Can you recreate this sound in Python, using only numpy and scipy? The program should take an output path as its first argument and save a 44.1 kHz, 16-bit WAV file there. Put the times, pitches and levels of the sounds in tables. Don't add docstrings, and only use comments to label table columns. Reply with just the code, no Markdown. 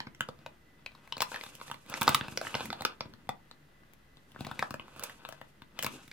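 import sys
import numpy as np
from scipy import signal
from scipy.fft import rfft, irfft
from scipy.io import wavfile
from scipy.ndimage import map_coordinates

SR = 44100
rng = np.random.default_rng(int(sys.argv[2]) if len(sys.argv) > 2 else 0)


def wrap_up_sound(samples):
    columns = np.atleast_2d(samples).T
    tamed = np.clip(columns, -1, 1)
    steps = np.round(tamed * 32767).astype(np.int16)
    wavfile.write(sys.argv[1], SR, steps)


def rack_gain(trim_db):
    fader = np.asarray(trim_db, float)
    return 10 ** (fader / 20)


N = 269892

# t/s, peak level/dB, panel f/Hz, crackle above 4 kHz re panel/dB,
# table thump re panel/dB, slip decay/ms
CREASES = [(0.003, -22, 900, -42, -29, 0.95), (0.068, -36, 1040, -34, -10.5, 3.7),
           (0.148, -42, 1370, -22, -19, 1.2), (0.194, -54, 412, -11, -10, 2.1),
           (0.207, -16, 1080, -22, -28, 1.5), (0.287, -26.5, 500, -39, -19.5, 2.7),
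           (0.389, -50.5, 613, -16, -8, 1.3), (0.462, -29, 1360, -20, -30, 2),
           (0.861, -27, 910, -36, -34, 1.6), (0.918, -46, 1520, -25, -24, 3.5),
           (0.95, -40.5, 923, -26, -25, 2.2), (1.075, -42.5, 1540, -14.5, -24, 1.9),
           (1.123, -21, 940, -30, -39, 2), (1.168, -27.5, 953, -33, -24, 1.5),
           (1.18, -29, 2450, -16, -27, 1.6), (1.205, -13.5, 1446, -17.5, -36, 1.3),
           (1.219, -15, 960, -9, -47, 1.7), (1.224, -16.5, 900, -11, -39, 1.5),
           (1.317, -29.5, 1010, -17, -29, 1.6), (1.343, -26, 2370, -20.5, -32, 1.5),
           (1.359, -27, 1000, -30, -41, 1.6), (1.411, -29.5, 1520, -17, -29, 1.2),
           (1.437, -28, 1510, -13, -35, 1.6), (1.463, -34, 1570, -27, -21, 1.6),
           (1.552, -40, 514, -1.5, -29, 1.6), (1.6, -41, 937, -15, -17, 1.6),
           (1.613, -32.5, 929, -27, -31, 2), (1.68, -36.5, 1610, -19, -22, 1.5),
           (1.699, -33.5, 939, -17, -26, 1.5), (1.714, -23.5, 890, -19, -28.5, 1.9),
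           (1.743, -31.5, 1060, -16.5, -25, 1.6), (1.862, -43, 464, -12, -15, 1.4),
           (1.898, -40, 872, 0.5, -10, 1.5), (1.94, -17.5, 1400, -31, -34, 1.7),
           (2.012, -23, 970, 0, -13, 2.5), (2.017, -13.5, 910, -15, -32, 2.2),
           (2.03, -25.5, 950, 1, -22, 1.5), (2.071, -25, 525, -17, -17, 1.9),
           (2.078, -6, 1160, -26, -36, 2.2), (2.091, -13.5, 886, -6, -19, 1.2),
           (2.146, -7.5, 1200, -10, -31.5, 1.8), (2.21, -20, 584, -30, -19, 1.5),
           (2.282, -28.5, 517, -22, -18, 1.5), (2.321, -40.5, 816, -21, -6.5, 3.7),
           (2.374, -17, 1490, -18, -36, 1.4), (2.413, -23, 934, -21, -32, 1.8),
           (2.45, -30.5, 727, -27, -28, 1.5), (2.468, -25, 2060, -32, -25, 1.8),
           (2.542, -20.5, 840, -26, -25, 1.4), (2.551, -19, 1440, -34, -21.5, 1.8),
           (2.606, -23.5, 756, -30, -26, 1.5), (2.656, -29, 1420, -10, -22, 1.5),
           (2.703, -21.5, 1350, -30, -36, 2), (2.728, -23, 685, -37, -33, 1.7),
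           (2.808, -26, 759, -27, -19, 1.5), (2.82, -28, 796, -9.5, -21, 1.5),
           (2.85, -12.5, 1220, -13, -39, 1.9), (3.007, -19, 827, -44, -29, 1.76),
           (3.056, -43, 643, -33, -5, 1.8), (3.137, -39.5, 1100, -20.5, -12.5, 1.3),
           (3.271, -47, 1040, -22.5, -10, 1.5), (3.291, -17.5, 734, -27.5, -24.5, 1.7),
           (3.512, -35, 1030, -34, -33.5, 0.85), (3.833, -54, 1130, -27, -12, 1.5),
           (3.935, -48, 2070, -2.5, -16.5, 1.5), (4.17, -46, 2680, -25.5, -16.5, 1.2),
           (4.318, -48.5, 3090, -7, -14.5, 1.5), (4.347, -44.5, 1030, -27, -12, 1.5),
           (4.361, -32, 410, -39, -24, 1.1), (4.391, -44.5, 401, -23, -6, 1.5),
           (4.407, -27.5, 730, -14.5, -11.5, 1.5), (4.448, -30.5, 1850, -16, -16, 1.7),
           (4.467, -28.5, 670, -14, -16, 1.6), (4.513, -26, 794, -19, -20, 1.7),
           (4.592, -17.5, 1890, -25, -26.5, 1.66), (4.625, -16, 775, -34, -33, 2),
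           (4.707, -27, 690, -10, -16, 1.5), (4.741, -25.5, 604, -19.5, -19.5, 1.9),
           (4.796, -27, 1090, -37, -27, 2.2), (4.881, -38, 900, -24, -24, 1.8),
           (4.962, -37.5, 704, -15, -20, 2.9), (4.995, -32, 1120, -8, -21, 1.6),
           (5.026, -32.5, 496, -15, -31, 1.8), (5.036, -28, 514, 1.5, -33, 2.1),
           (5.096, -33.5, 1080, -17, -28, 3), (5.25, -25.5, 1140, -41, -33, 3.4),
           (5.288, -31, 630, -9.5, -25, 1.8), (5.324, -32.5, 646, -22, -28, 2),
           (5.413, -33, 2180, -20, -22, 3.1), (5.619, -34.5, 1520, -26.5, -19, 3.7),
           (5.79, -22, 1700, -13.5, -31.5, 1.8), (5.826, -21.5, 2880, -4, -37, 1.5),
           (5.832, -30, 1400, -1, -24, 2.6), (5.845, -19, 1500, -8, -25.5, 2.3),
           (5.864, -20.5, 990, -9, -22, 1.7), (6.078, -44, 1400, -5, -14, 1.8),
           (6.114, -31, 2100, -24, -36, 1.6)]
# t/s, flexing level/dB, sliding hiss level/dB, arm rumble level/dB
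HANDLING_LEVELS = [(0.0, -57, -83, -63.5), (0.12, -79, -91, -66), (0.43, -67, -79, -64.5),
                   (0.61, -86, -91, -69), (0.92, -66.5, -84, -70), (1.19, -65.5, -73, -75),
                   (1.28, -59, -58, -64), (1.33, -45, -56, -61), (1.45, -55.5, -59.5, -65.5),
                   (1.57, -71, -67.5, -68), (1.69, -53, -62.5, -64), (1.81, -69.5, -72, -69),
                   (1.96, -44.5, -55.5, -54), (2.06, -47.5, -53, -54), (2.1, -47, -47, -52),
                   (2.16, -46, -53, -52), (2.22, -53.5, -62.5, -52), (2.38, -55, -61.5, -57.5),
                   (2.54, -42, -52, -55.5), (2.64, -44.5, -54, -53.5), (2.71, -62, -62, -52),
                   (2.8, -55.5, -75, -63), (2.86, -52, -62, -62), (3.0, -68, -87.5, -65),
                   (3.12, -66.5, -86, -62), (3.32, -80.5, -89, -67.5), (3.7, -80, -94, -72.5),
                   (4.23, -79.5, -87.5, -73.5), (4.4, -59.5, -74.5, -69), (4.53, -51, -65, -61),
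                   (4.59, -57, -71, -57), (4.67, -60, -59.5, -60), (4.79, -71.5, -76, -64),
                   (5.08, -47.5, -59.5, -65.5), (5.17, -67.5, -71, -65.5), (5.42, -64, -73, -68.5),
                   (5.67, -83.5, -97, -72), (5.83, -50.5, -58, -58), (5.97, -54.5, -58.5, -54),
                   (6.12, -78, -76.5, -76)]
# t/s, left over right level/dB, lateness of left port/samples
HAND_PLACES = [(0, -0.8, 7.2), (.75, 2.5, -2.94), (1.25, 3.4, 2.5), (1.75, -2.3, 3.5), (2.25, -0.5, 0.33),
               (2.75, -1, 3.5), (3.25, 2.5, 4.5), (3.75, 6.9, -13), (4.25, 2.5, -5), (4.75, 1.5, 3.5),
               (5.04, -3.5, 3), (5.3, 6, 4), (5.75, 2.8, 3), (6.12, 0, 1)]
# f/Hz, width/Hz, level/dB
SHEET_MODES = [(881, 260, -2.3), (1500, 470, 1.5), (1884, 440, -6.5), (2550, 392, -2), (3520, 720, -5),
               (4740, 1300, -12.5), (545, 256, 0)]
# f/Hz, density level/dB
SLIDE_SPECTRUM = [(1470, -31), (2500, -2.5), (3800, -11.5), (7430, -9), (12600, -15), (16000, -31.5),
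                  (16500, -56.5)]
# f/Hz, width/Hz, level/dB
TABLE_MODES = [(144.6, 40, -0.3), (95, 51, -3.5), (202, 65, 1.5), (319, 130, 0.5)]
# band centre f/Hz, t60/s, level/dB
ROOM_BANDS = [(253, 0.26, -19), (740, 0.2, -19), (1948, .17, -19), (5060, .12, -21.5), (11100, 0.072, -16)]
# f/Hz, density level/dB
AIR_SPECTRUM = [(18, -29), (30, -1.5), (48, -3), (146, -8), (242, -10.5), (298, -13.5), (533, -13.5),
                (953, -17.5), (2050, -14.5), (2220, -24), (2670, -21), (7470, -33), (15200, -33),
                (16500, -60.5)]
# f/Hz, correlation/1
PORT_LIKENESS = [(60, 0.98), (240, 0.54), (950, -0.08), (3770, 0.37), (15000, -0.26)]
# f/Hz, width/Hz, rms level/dB
APPLIANCE_HUMS = [(147.4, 7, -69), (199, 14, -82), (79, 11, -79), (1995, 4, -80)]


def rms_one(x):
    return x / np.sqrt(np.mean(x ** 2) + 1e-20)


def peak_one(x):
    return x / (np.max(np.abs(x)) + 1e-20)


def in_time(rows):
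    s, *columns = np.transpose(rows)
    return [np.interp(np.arange(N) / SR, s, c) for c in columns]


def at_hz(points, hz):
    point_hz, value = np.transpose(points)
    return np.interp(np.log(np.maximum(hz, 1)), np.log(point_hz), value)


def coloured(x, spectrum):
    gain = rack_gain(at_hz(spectrum, np.fft.rfftfreq(x.shape[-1], 1 / SR)))
    return rms_one(irfft(rfft(x) * gain, x.shape[-1]))


def resonate(x, hz, width):
    r = np.exp(-np.pi * width / SR)
    feedback = [1, -2 * r * np.cos(2 * np.pi * hz / SR), r * r]
    return signal.lfilter((1 - r * r) / 2 * np.array([1, 0, -1]), feedback, x)


def body(x, modes):
    return sum((-1) ** k * rack_gain(db) * resonate(x, hz, width) for k, (hz, width, db) in enumerate(modes))


def snaps(crackle_db=11, thump_db=8, scatter_db=5):
    size = 4096
    out = np.zeros((2, N + size))
    t = np.arange(size) / SR
    treble = signal.butter(3, 4000, "high", fs=SR, output="sos")
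    bass_cut = signal.butter(2, 380, "high", fs=SR, output="sos")
    slips = rng.standard_normal((len(CREASES), 3, size)) ** 3
    luck = rng.standard_normal((len(CREASES), len(SHEET_MODES)))
    push = t / 0.0015 * np.exp(-t / 0.0011)
    thump = peak_one(body(push, TABLE_MODES))
    for (s, peak_db, hz, bright_db, low_db, ms), slip, chance in zip(CREASES, slips, luck):
        attack = np.minimum(t / 0.00047, 1)
        fade = np.exp(-t * 1000 / np.clip(ms, 0.2, 12)) * attack
        modes = [(f * (1 + 0.079 * c), w, db + scatter_db * c)
                 for (f, w, db), c in zip(SHEET_MODES, chance)]
        force = slip[0] * fade
        panel = body(force, modes) + rack_gain(6) * resonate(force, hz, 0.19 * hz)
        panel = peak_one(signal.sosfilt(bass_cut, panel))
        split_slip = 0.5 * slip[0] + 0.95 * slip[1:]
        crackle = peak_one(signal.sosfilt(treble, split_slip * fade ** 0.9))
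        snap = panel + rack_gain(bright_db + crackle_db) * crackle + rack_gain(low_db + thump_db) * thump
        at = round(s * SR)
        out[:, at:at + size] += rack_gain(peak_db) * snap
    return out[:, :N]


def drift(rate):
    r = np.exp(-2 * np.pi * rate / SR)
    wander = signal.lfilter([1], [1, -2 * r, r * r], rng.standard_normal(N + SR))
    return rms_one(wander[SR:])


def grains(per_s, spread_db, clump_db):
    sizes = rack_gain(spread_db * np.minimum(rng.exponential(1, (2, N)), 5))
    sizes = sizes * rng.choice([-1, 1], (2, N))
    slipping = rng.random((2, N)) < per_s * rack_gain(clump_db * drift(25)) / SR
    return rms_one(sizes * slipping + 1e-18)


def rustle(flex_db, hiss_db):
    slips = grains(per_s=2500, spread_db=3.0, clump_db=5)
    flex = rms_one(body(slips[0] + 0.31 * slips, SHEET_MODES))
    fine = grains(per_s=9800, spread_db=-3.0, clump_db=3.5)
    hiss = coloured(0.32 * fine[0] + 1.3 * fine[::-1], SLIDE_SPECTRUM)
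    flexing = rack_gain(flex_db + 3.2 * drift(9.5)) * flex
    sliding = rack_gain(hiss_db + 1.5 + 3.6 * drift(13)) * hiss
    return flexing + sliding


def arms(rumble_db):
    shake = rng.standard_normal((3, N))
    rumble = rms_one(body(shake[0] + 0.24 * shake[1:], TABLE_MODES))
    return rack_gain(rumble_db + 2.5 * drift(13)) * rumble


def placed(x):
    pan_db, late = in_time(HAND_PLACES)
    here = np.arange(N)
    left = map_coordinates(x[0], [here - late / 2], order=3)
    right = map_coordinates(x[1], [here + late / 2], order=3)
    return np.array([left * rack_gain(pan_db / 2), right * rack_gain(-pan_db / 2)])


def room(x):
    t = np.arange(SR // 2) / SR
    tail = 0
    for hz, t60, level_db in ROOM_BANDS:
        band = signal.butter(1, [hz / 1.61, min(hz * 1.61, 19000)], "band", fs=SR, output="sos")
        dying = rack_gain(-60 * t / t60) * np.clip(t / 0.003, 0, 1)
        noise = signal.sosfilt(band, rng.standard_normal((2, len(t))))
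        tail = tail + rack_gain(level_db - 14.5) * noise * dying
    return signal.fftconvolve(x, tail, axes=1)[:, :N]


def air(level_db=-64):
    mid, side = rfft(rng.standard_normal((2, N)))
    alike = np.clip(at_hz(PORT_LIKENESS, np.fft.rfftfreq(N, 1 / SR)), 0, 1)
    opposite = np.array([[1], [-1]])
    pair = irfft(np.sqrt(1 + alike) * mid + np.sqrt(1 - alike) * side * opposite, N)
    white = rng.standard_normal(N)
    hums = sum(rack_gain(db) * rms_one(resonate(white, hz, width)) for hz, width, db in APPLIANCE_HUMS)
    return rack_gain(level_db) * coloured(pair, AIR_SPECTRUM) + hums


def scene():
    flex_db, hiss_db, rumble_db = in_time(HANDLING_LEVELS)
    paper = placed(snaps() + rustle(flex_db, hiss_db))
    return paper + room(paper) + arms(rumble_db) + air()


def roll_off(x):
    return signal.sosfilt(signal.butter(12, 16820, fs=SR, output="sos"), x)


def record(dry):
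    return roll_off(dry - 0.0005)


dry = scene()
out = record(dry)
wrap_up_sound(out)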